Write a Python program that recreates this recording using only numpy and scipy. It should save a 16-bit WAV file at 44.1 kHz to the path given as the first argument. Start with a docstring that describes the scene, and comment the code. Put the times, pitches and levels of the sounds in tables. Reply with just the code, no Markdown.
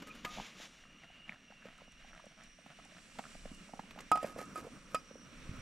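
"""On the grass, close to a small gas camping stove in a round windbreak; hand-held stereo microphone.
The burner hisses and whistles faintly throughout, with light wind on the microphone. First an upturned
metal pot is lifted off with a clink and a gush of steam. While it is held aside the hot pan spits, amid
dull handling knocks. About four seconds in, the pot is set back: it clanks, scrapes and settles.
At the end a gust passes and the hand bumps the microphone."""
import sys
import numpy as np
from scipy import signal
from scipy.fft import rfft, irfft, next_fast_len
from scipy.io import wavfile
from scipy.ndimage import map_coordinates

SR = 44100
rng = np.random.default_rng(int(sys.argv[2]) if len(sys.argv) > 2 else 0)


def to_wav(s):
    """Save 16-bit WAV."""
    ch = np.atleast_2d(s).T  # columns
    pcm = np.round(np.clip(ch, -1, 1) * 32767)  # PCM
    wavfile.write(sys.argv[1], SR, pcm.astype(np.int16))


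N = 247401
TIME = np.arange(N) / SR
HIT_TIME = TIME[:SR // 2]

# wind rumble on the microphone: (frequency [Hz], level [dB])
WIND_SPECTRUM = [(12, 3), (25, 12), (45, 0), (80, -7), (130, -16), (300, -76)]
# stronger gusts: (time [s], length [s], level [dB])
GUSTS = [(.3, .16, -58), (3.3, 0.35, -52.5), (5.34, 0.31, -51)]
# the hand bumping the microphone: (time [s], level [dB])
BUMPS = [(5.492, -33.5), (5.513, -34.5), (5.59, -37)]

# the burner from the moving microphone: (time [s], flame [dB], hiss [dB])
BURNER_LEVELS = [(0, -55, -65), (.45, -62.5, -57.5), (.72, -65, -69), (.95, -67.5, -64), (2.55, -69.5, -66),
                 (2.78, -66.5, -63), (3.4, -61.5, -63.5), (4.1, -60.5, -64), (4.45, -56.5, -65),
                 (5.2, -61, -64.5), (5.61, -51, -57)]
# the flame's low flutter: (frequency [Hz], level [dB])
FLAME_SPECTRUM = [(60, -2), (110, -4.5), (180, 7.5), (260, 5), (390, -8), (560, -4.5), (680, -12.5),
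                  (850, -17), (1300, -4), (3000, -42.5)]
# the hiss of gas: (frequency [Hz], level [dB])
HISS_SPECTRUM = [(500, -23.5), (900, -16), (1300, -10.5), (1650, -2), (1950, -2), (2400, 0), (3000, -5.5),
                 (3400, -6.5), (4200, -10), (5000, -16.5), (7000, -18), (14000, -38)]
# the jet's treble: (frequency [Hz], level [dB])
JET_SPECTRUM = [(1500, -14), (3500, -6.5), (5000, -2), (6500, -4), (7600, 0.5), (8700, -4.5), (9400, -6.5),
                (10200, -10.5), (11200, -17.5), (13500, -25), (15500, -52)]
# its rise and fall: (time [s], level [dB])
JET_LEVEL = [(0, -96), (.65, -69), (.95, -85), (2.65, -78), (3.22, -63.5), (3.62, -66.5), (3.95, -73.5),
             (4.5, -68.5), (5.2, -74.5), (5.61, -70)]
# the jet's breathy whistle: (frequency [Hz], width [Hz], in low register [dB], in high register [dB])
WHISTLE_PARTIALS = [(2831, 170, -63.5, -77), (5730, 240, -79.5, -67.5), (8730, 380, -95, -78)]
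# its weight shifts between the first partial and the upper ones: (time [s], register [0 low, 1 high])
WHISTLE_REGISTER = [(0, 0.3), (.7, 0.65), (1.1, 0), (1.7, 0.22), (2.3, 0.77), (3.5, 0.44), (5.15, 0.94),
                    (5.61, 1)]

# the rush of steam: (frequency [Hz], level [dB])
STEAM_SPECTRUM = [(300, -5), (800, -4), (1400, -4), (2300, 0.5), (3500, 1.5), (4600, -6), (6000, -5),
                  (7200, -7.5), (8400, -28), (10200, -18.5), (13000, -26), (15500, -37)]
# steam gushes as the pot tips and as it comes away: (time [s], length [s], level [dB])
GUSHES = [(.26, .27, -52), (.555, 0.13, -50)]
# sputtering in the pan: (frequency [Hz], level [dB])
SPUTTER_SPECTRUM = [(150, 7.5), (300, 2), (420, -15), (650, 7.5), (900, -5), (1400, 2.5), (2200, -3),
                    (3000, -4.5), (4500, -16.5), (9000, -27), (14000, -41)]
# sharp spits in the pan: (time [s], level [dB], pitch [Hz])
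SPITS = [(1.037, -46, 2030), (1.2939, -29.5, 2300), (1.322, -39.5, 1900), (1.689, -50, 1900),
         (2.131, -46.5, 1480), (2.178, -48, 1950), (2.401, -52, 1410), (2.712, -60, 1900),
         (2.97, -54, 1300), (3.253, -43.5, 1330)]
# fine ticks of hot metal: (time [s], level [dB])
TICKS = [(1.779, -62), (1.92, -63), (2.15, -66), (2.256, -60.5), (2.436, -57), (2.85, -58), (3.547, -55),
         (4.006, -48.5), (4.455, -58)]
# the colour of a tick: (frequency [Hz], level [dB])
TICK_SPECTRUM = [(3000, -20), (5500, -3), (8000, 0), (10000, -9), (15000, -34)]

# dull knocks of handling: (time [s], level [dB], pitch [Hz], crack [dB])
KNOCKS = [(0.021, -43, 283, -43.5), (0.374, -40, 644, -65), (0.384, -36, 760, -66), (.399, -33.5, 870, -56),
          (0.6, -47.5, 596, -76), (1.503, -51.5, 566, -64), (1.654, -43, 510, -55),
          (1.818, -49.5, 580, -67), (1.878, -52, 636, -68), (2.266, -47, 567, -80), (2.662, -49, 750, -57),
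          (3.192, -32, 765, -49), (3.352, -45.5, 640, -66), (3.455, -39.5, 570, -55),
          (3.515, -46, 260, -67), (3.736, -37, 770, -63), (3.7938, -32.5, 860, -49.5),
          (3.961, -50, 650, -56), (3.978, -44.5, 770, -65), (4.2445, -26, 587, -66),
          (4.362, -37.5, 543, -61), (4.389, -36, 525, -56), (4.58, -44, 557, -71), (4.647, -41.5, 450, -69),
          (4.668, -40, 467, -71), (5.11, -45, 505, -70), (5.155, -45, 500, -70)]
# the rub around a knock: (frequency [Hz], level [dB])
SCUFF_SPECTRUM = [(130, -12), (300, 9.5), (420, -2.5), (650, 3), (1200, 2), (2500, -4), (6000, -58)]
# the crunch of a contact: (frequency [Hz], level [dB])
CRACK_SPECTRUM = [(200, 8), (700, 3.5), (1500, 6.5), (2600, 5.5), (3800, -4), (7500, -9.5), (10000, -29),
                  (12500, -13), (15500, -51)]
# dry clicks of the wire handle: (time [s], level [dB])
HANDLE_CLICKS = [(3.186, -40.5), (3.908, -45), (3.988, -43), (4.004, -46)]
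# the stove's supports shudder as the pot is moved: (time [s], length [s], level [dB])
SHUDDERS = [(.355, 0.086, -58), (3.72, .08, -59), (3.955, 0.034, -50.5), (4.22, 0.14, -57),
            (4.352, 0.088, -50), (4.57, .13, -57.5)]
# rim and wire handle sliding: (time [s], length [s], level [dB])
SCRAPES = [(.066, 0.035, -54), (.146, 0.022, -59), (.25, 0.05, -55), (4.185, 0.16, -53.5),
           (4.366, 0.085, -50), (4.54, 0.082, -50.5), (4.62, .08, -66), (4.79, 0.016, -70),
           (4.878, 0.14, -60)]
# their rasp: (frequency [Hz], level [dB])
SCRAPE_SPECTRUM = [(150, -2), (300, 10.5), (900, -4.5), (1250, 5), (1600, 7.5), (2500, 0.5), (3800, -7.5),
                   (6800, -8), (8200, -8), (11000, -13), (12300, -10.5), (15500, -38)]
# the pot's modes, before each touch scales them: (frequency [Hz], level [dB], t60 [s])
POT_MODES = [(738, -11, .09), (808, -22, .08), (1019, -10, .05), (1265, 1, .13), (1271, -15, .3),
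             (1419, -29, .06), (1820, -27, .05), (2260, -32, .05), (2485, -25, .13), (3144, -30, .04),
             (4630, -34, .04), (4958, -29, .12), (6718, -38, .05), (7630, -23, .032), (7900, -28, .025),
             (8296, -29, .028), (9280, -23, .04), (10020, -32, .03)]
# the pot rings lower while it is hot: (time [s], pitch [ratio])
POT_PITCH = [(.3, .97), (4, 1)]
# pot meets stove: (time [s], ring [dB], low modes' ring length [ratio], overtone boost [dB],
# clank [dB], clank pitch [Hz], crack [dB])
CLINKS = [(.247, -43.5, 3.44, 5, -41, 1650, -31), (4.116, -22, 1.95, 4, -21, 890, -31.5),
          (4.1557, -34.5, 1.5, 5, -31.5, 760, -40.5), (4.173, -35, 2, 2, -35, 850, -48),
          (4.229, -53, 1.9, 23, -31, 610, -48), (4.5577, -39, 1.2, 6.5, -43, 640, -55),
          (4.9458, -28, 0.7, 9, -29.5, 613, -32.5)]

# sound at the microphone's two ports: (frequency [Hz], left minus right [dB], left lead [rad])
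MIC_PORTS = [(100, -1, 0), (400, -1.5, 0), (750, -5, 0), (1300, -2, -.05), (2000, -2.5, -.4),
             (3300, -2.8, -.8), (5700, -3.5, -.35), (7800, .5, -.1), (9000, 0, .1), (11000, 1, .6),
             (15000, -3, 0)]
# the image starts almost mono and opens: (time [s], width [0-1])
STEREO_WIDTH = [(0, .02), (.7, .02), (1.3, .4), (2.5, .85), (3.4, 1), (5.61, 1)]

BREEZE_DB, BREEZE_SWING_DB = -68.5, 4.5
LEAK_DB, LEAK_END_S, LEAK_FALL_DB_PER_S = -63.5, 0.79, 147  # steam dies away once the pot is clear
OPEN_FROM_S, OPEN_UNTIL_S = .7, 4.1  # the pan is uncovered
SPUTTER_DB, FLURRY_DB, FLURRY_S = -71, -61, 0.063
POP_DB, POP_RANGE_DB, POP_LOW_HZ, POP_HIGH_HZ = -49.5, 7.5, 564, 2000
SPIT_CYCLES, SPIT_THUMP_DB, SPIT_CRACK_DB = 13.5, -19, -26  # ring length; levels relative to the spit
KNOCK_CYCLES = 8.8  # ring length
KNOCK_THUMP_DB, THUMP_FOLLOWS = -23.5, 0.63  # thump under a 0 dB knock; its change per dB of knock
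CAVITY_HZ, CAVITY_T60_S = 214.4, 0.03  # the hollow inside the windbreak
SQUEAK_AT_S, SQUEAK_S, SQUEAK_HZ, SQUEAK_DB = .096, .03, 2450, -52
OVERTONES_ABOVE_HZ = 1500
CHOKE_S = 0.0041  # each new touch stops the ring of the one before
SECOND_CONTACT_S = .0016  # the rim crunches down just after the first touch
CUTOFF_HZ = 15750


def from_db(db):
    """Decibels to gain."""
    return 10 ** (np.asarray(db) / 20)


def rms_one(x):
    """Scale to unit rms."""
    return x / np.sqrt(np.mean(x ** 2) + 1e-20)


def in_time(rows):
    """The columns of a curve table at every sample."""
    s, *columns = np.transpose(rows)
    return [np.interp(TIME, s, column) for column in columns]


def add(out, s, sound):
    """Mix a sound in from time s on."""
    at = max(round(s * SR), 0)
    out[at:at + len(sound)] += sound[:N - at]


def swells(rows):
    """A rounded rise and fall for each row of (time [s], length [s], level [dB])."""
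    level = np.zeros(N)
    for s, length, db in rows:
        add(level, s, from_db(db) * np.sqrt(np.hanning(int(length * SR))))
    return level


def colour(x, spectrum):
    """Give a noise a smooth spectrum, rolled off below its first point; rms 1."""
    size = next_fast_len(N)
    hz, db = np.transpose(spectrum)
    log_hz = np.log(np.fft.rfftfreq(size, 1 / SR) + 1)
    skirt = np.minimum(np.exp(log_hz) / hz[0], 1) ** 2
    gain = skirt * from_db(np.interp(log_hz, np.log(hz), db))
    return rms_one(irfft(rfft(x, size) * gain, size)[..., :N])


def drift(per_s):
    """A random wander with per_s changes a second; rms 1."""
    knots = rng.standard_normal(N // 20)
    return rms_one(map_coordinates(knots, [TIME * per_s + 10], order=1))


def wavering(x, depth, per_s):
    """Let the pitch of a stereo sound wander a little."""
    position = np.cumsum(1 + depth * drift(per_s))
    return np.array([map_coordinates(channel, [position], mode="mirror") for channel in x])


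def stereo_noise(side_db):
    """White noise whose side signal lies at side_db relative to its mid."""
    mid, side = rng.standard_normal((2, N))
    return mid + from_db(side_db) * side * np.array([[1], [-1]])


def resonate(x, hz, width_hz):
    """A resonance applied twice, for steep skirts; rms 1."""
    r = np.exp(-np.pi * width_hz / SR)
    section = [1 - r, 0, r - 1, 1, -2 * r * np.cos(2 * np.pi * hz / SR), r * r]
    return rms_one(signal.sosfilt([section, section], x + 1e-18))


def grains(per_s, spread_db):
    """Random tiny clicks of uneven size."""
    sizes = from_db(spread_db * np.minimum(rng.exponential(1, N), 4))
    return sizes * rng.choice([-1, 1], N) * (rng.random(N) < per_s / SR)


def decay(t60):
    """An envelope falling by 60 dB in t60 seconds."""
    return np.exp(-np.log(1000) * HIT_TIME / t60)


def thud(hz, t60):
    """A soft blow swells for a moment, then dies away; envelope height 1."""
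    age = HIT_TIME * 10 / t60
    return age * np.exp(1 - np.minimum(age, 100)) * np.sin(2 * np.pi * hz * HIT_TIME)


def cracks(rows, t60):
    """The brief broadband crunch of each contact, from rows of (time [s], level [dB])."""
    level = np.zeros(N)
    for s, db in rows:
        add(level, s, from_db(db) * decay(t60) * (1 - decay(t60 / 10)))
    return level * colour(rng.standard_normal(N), CRACK_SPECTRUM)


def blows(rows):
    """Each blow has a short hollow note, a thump from the windbreak's cavity, a scuff and a crack."""
    notes, scuff_level = np.zeros((2, N))
    for s, db, hz, t60, thump_db, crack_db in rows:
        thump = from_db(thump_db) * thud(CAVITY_HZ, CAVITY_T60_S)
        add(notes, s, from_db(db) * thud(hz, t60) + thump)
        add(scuff_level, s - 0.75 * t60, from_db(db - 19.5) * np.hanning(int(1.8 * t60 * SR)))
    scuffs = scuff_level * colour(rng.standard_normal(N), SCUFF_SPECTRUM)
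    return notes + scuffs + cracks([(s, crack_db) for s, *_, crack_db in rows], t60=0.06)


def windbreak(x, t60, wet_db, side_db):
    """The close wall round the stove scatters each sound into a very short tail."""
    tail = stereo_noise(side_db)[:, :len(HIT_TIME)] * decay(t60) * (HIT_TIME > .002)
    tail = tail / np.sqrt(np.sum(tail ** 2) / 2)
    return x + from_db(wet_db) * signal.fftconvolve(x[None], tail, axes=1)[:, :N]


def wind():
    """A light, uneven breeze buffets the microphone, with a few stronger gusts."""
    breeze = from_db(BREEZE_DB + BREEZE_SWING_DB * drift(per_s=6))
    return (breeze + swells(GUSTS)) * colour(stereo_noise(side_db=-16), WIND_SPECTRUM)


def mic_bumps():
    """Soft low thuds of the hand, right on the microphone."""
    out = np.zeros(N)
    for s, db in BUMPS:
        add(out, s, from_db(db) * thud(hz=106, t60=0.018))
    return out


def burner(flame_side_db=-13, hiss_side_db=-6.5):
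    """The flame flutters low down; the gas hisses and whistles in the jet, its lowest note unsteady."""
    flame_db, hiss_db = in_time(BURNER_LEVELS)
    jet_db, = in_time(JET_LEVEL)
    register, = in_time(WHISTLE_REGISTER)
    flame = from_db(flame_db + 2 * drift(30)) * colour(stereo_noise(flame_side_db), FLAME_SPECTRUM)
    hiss = from_db(hiss_db + 1.44 * drift(24.92)) * colour(stereo_noise(hiss_side_db), HISS_SPECTRUM)
    jet = from_db(jet_db + .5 * drift(32)) * colour(stereo_noise(hiss_side_db), JET_SPECTRUM)
    partials = []
    for hz, width_hz, low_db, high_db in WHISTLE_PARTIALS:
        level = from_db(low_db + register * (high_db - low_db) + 1.7 * drift(12))
        partials.append(level * resonate(stereo_noise(flame_side_db), hz, width_hz))
    low, middle, high = partials
    return flame + hiss + jet + wavering(low, depth=.014, per_s=5) + middle + high


def steam():
    """Vapour trapped under the pot leaks and gushes out round the rim."""
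    leak = from_db(LEAK_DB - LEAK_FALL_DB_PER_S * np.maximum(TIME - LEAK_END_S, 0))
    flow = np.hypot(leak, swells(GUSHES))
    return flow * from_db(1.53 * drift(57.8)) * colour(rng.standard_normal(N), STEAM_SPECTRUM)


def pops(count):
    """Faint random pops in the open pan, as rows of (time [s], level [dB], pitch [Hz])."""
    return [(OPEN_FROM_S + when * (OPEN_UNTIL_S - OPEN_FROM_S),
             POP_DB - POP_RANGE_DB * weak,
             POP_LOW_HZ * (POP_HIGH_HZ / POP_LOW_HZ) ** high)
            for when, weak, high in rng.random((count, 3))]


def hot_pan():
    """The uncovered pan sputters drily and pops; each sharp spit sits in a short flurry."""
    uncovered = (TIME > OPEN_FROM_S) & (TIME < OPEN_UNTIL_S)
    flurries = swells([(s - FLURRY_S / 2, FLURRY_S, FLURRY_DB) for s, db, hz in SPITS])
    sputter = colour(grains(per_s=300, spread_db=2.4), SPUTTER_SPECTRUM)
    sputter_level = flurries + uncovered * from_db(SPUTTER_DB + 3.3 * drift(19))
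    spits = blows([(s, db, hz, SPIT_CYCLES / hz, db + SPIT_THUMP_DB, db + SPIT_CRACK_DB)
                   for s, db, hz in [*SPITS, *pops(count=32)]])
    return sputter_level * sputter + spits


def metal_ticks():
    """The hot metal gives a fine, bright tick now and then."""
    level = np.zeros(N)
    for s, db in TICKS:
        add(level, s, from_db(db) * decay(t60=0.027))
    return level * colour(rng.standard_normal(N), TICK_SPECTRUM)


def knocks():
    """Dull handling knocks, the lower ones ringing longer, and the dry clicks of the wire handle."""
    dull = blows([(s, db, hz, KNOCK_CYCLES / hz, KNOCK_THUMP_DB + THUMP_FOLLOWS * db, crack_db)
                  for s, db, hz, crack_db in KNOCKS])
    return dull + cracks(HANDLE_CLICKS, t60=0.042)


def shudders():
    """Runs of tiny dull knocks in the stove's supports."""
    return swells(SHUDDERS) * resonate(grains(per_s=270, spread_db=3.0), hz=500, width_hz=470)


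def pot_ring(pitch_ratio, length_ratio, overtones_db):
    """The pot's modes answer one touch; the hand's grip sets how long the low ones last."""
    out = 0
    for hz, db, t60 in POT_MODES:
        if hz > OVERTONES_ABOVE_HZ:
            envelope = from_db(overtones_db + rng.normal(0, 1)) * decay(t60)
        else:
            envelope = decay(t60 * length_ratio)
        out = out + from_db(db) * envelope * np.sin(2 * np.pi * hz * pitch_ratio * HIT_TIME)
    return out


def scrapes():
    """Dense little slips of metal on metal rasp and keep the pot ringing; the handle squeaks once."""
    catching = from_db(2.2 * drift(110))  # the rim sticks and lets go
    slips = swells(SCRAPES) * catching * colour(grains(per_s=1500, spread_db=3.0), SCRAPE_SPECTRUM)
    body = pot_ring(pitch_ratio=1, length_ratio=1, overtones_db=11)
    ringing = from_db(-11.5) * signal.fftconvolve(slips, body / np.linalg.norm(body))[:N]
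    squeak_level = swells([(SQUEAK_AT_S, SQUEAK_S, SQUEAK_DB)])
    squeak = squeak_level * resonate(rng.standard_normal(N), SQUEAK_HZ, width_hz=140)
    return slips + ringing + squeak


def clinks():
    """The pot rings at its modes until its next touch, while the stove under it clanks."""
    out = np.zeros(N)
    next_touches = [s for s, *_ in CLINKS[1:]] + [TIME[-1]]
    for touch, next_s in zip(CLINKS, next_touches):
        s, ring_db, length_ratio, overtones_db, clank_db, clank_hz, _ = touch
        pitch_ratio = np.interp(s, *np.transpose(POT_PITCH))
        choke = np.clip(1 - (s + HIT_TIME - next_s) / CHOKE_S, 0, 1)
        add(out, s, from_db(ring_db) * choke * pot_ring(pitch_ratio, length_ratio, overtones_db))
        clank = thud(clank_hz, t60=0.015) + from_db(-17.5) * thud(hz=315, t60=0.057)
        add(out, s, from_db(clank_db) * clank)
    return out + cracks([(s + SECOND_CONTACT_S, crack_db) for s, *_, crack_db in CLINKS], t60=0.045)


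def microphone(x):
    """Each frequency reaches the two ports with its own level and phase; width scales the difference."""
    size = next_fast_len(N)
    hz, balance_db, lead_rad = np.transpose(MIC_PORTS)
    bins_hz = np.fft.rfftfreq(size, 1 / SR)
    split = np.array([[.5], [-.5]])  # half to each port, in opposite directions
    gain = from_db(split * np.interp(bins_hz, hz, balance_db))
    phase = np.exp(1j * split * np.interp(bins_hz, hz, lead_rad))
    stereo = irfft(rfft(x, size) * gain * phase, size)[:, :N]
    width, = in_time(STEREO_WIDTH)
    mid = stereo.mean(axis=0)
    return mid + width * (stereo - mid)


def scene():
    """Stove and pot stand close by, a little to the right; wind and bumps are at the microphone."""
    pot_and_pan = clinks() + scrapes() + shudders() + knocks() + hot_pan() + metal_ticks()
    enclosed = windbreak(pot_and_pan, t60=.09, wet_db=-15, side_db=-4)
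    return microphone(enclosed + burner() + steam() + wind() + mic_bumps())


def record(dry):
    """A steep low-pass takes off the very top."""
    return signal.sosfilt(signal.ellip(12, .1, 80, CUTOFF_HZ, fs=SR, output="sos"), dry)


dry = scene()
out = record(dry)
to_wav(out)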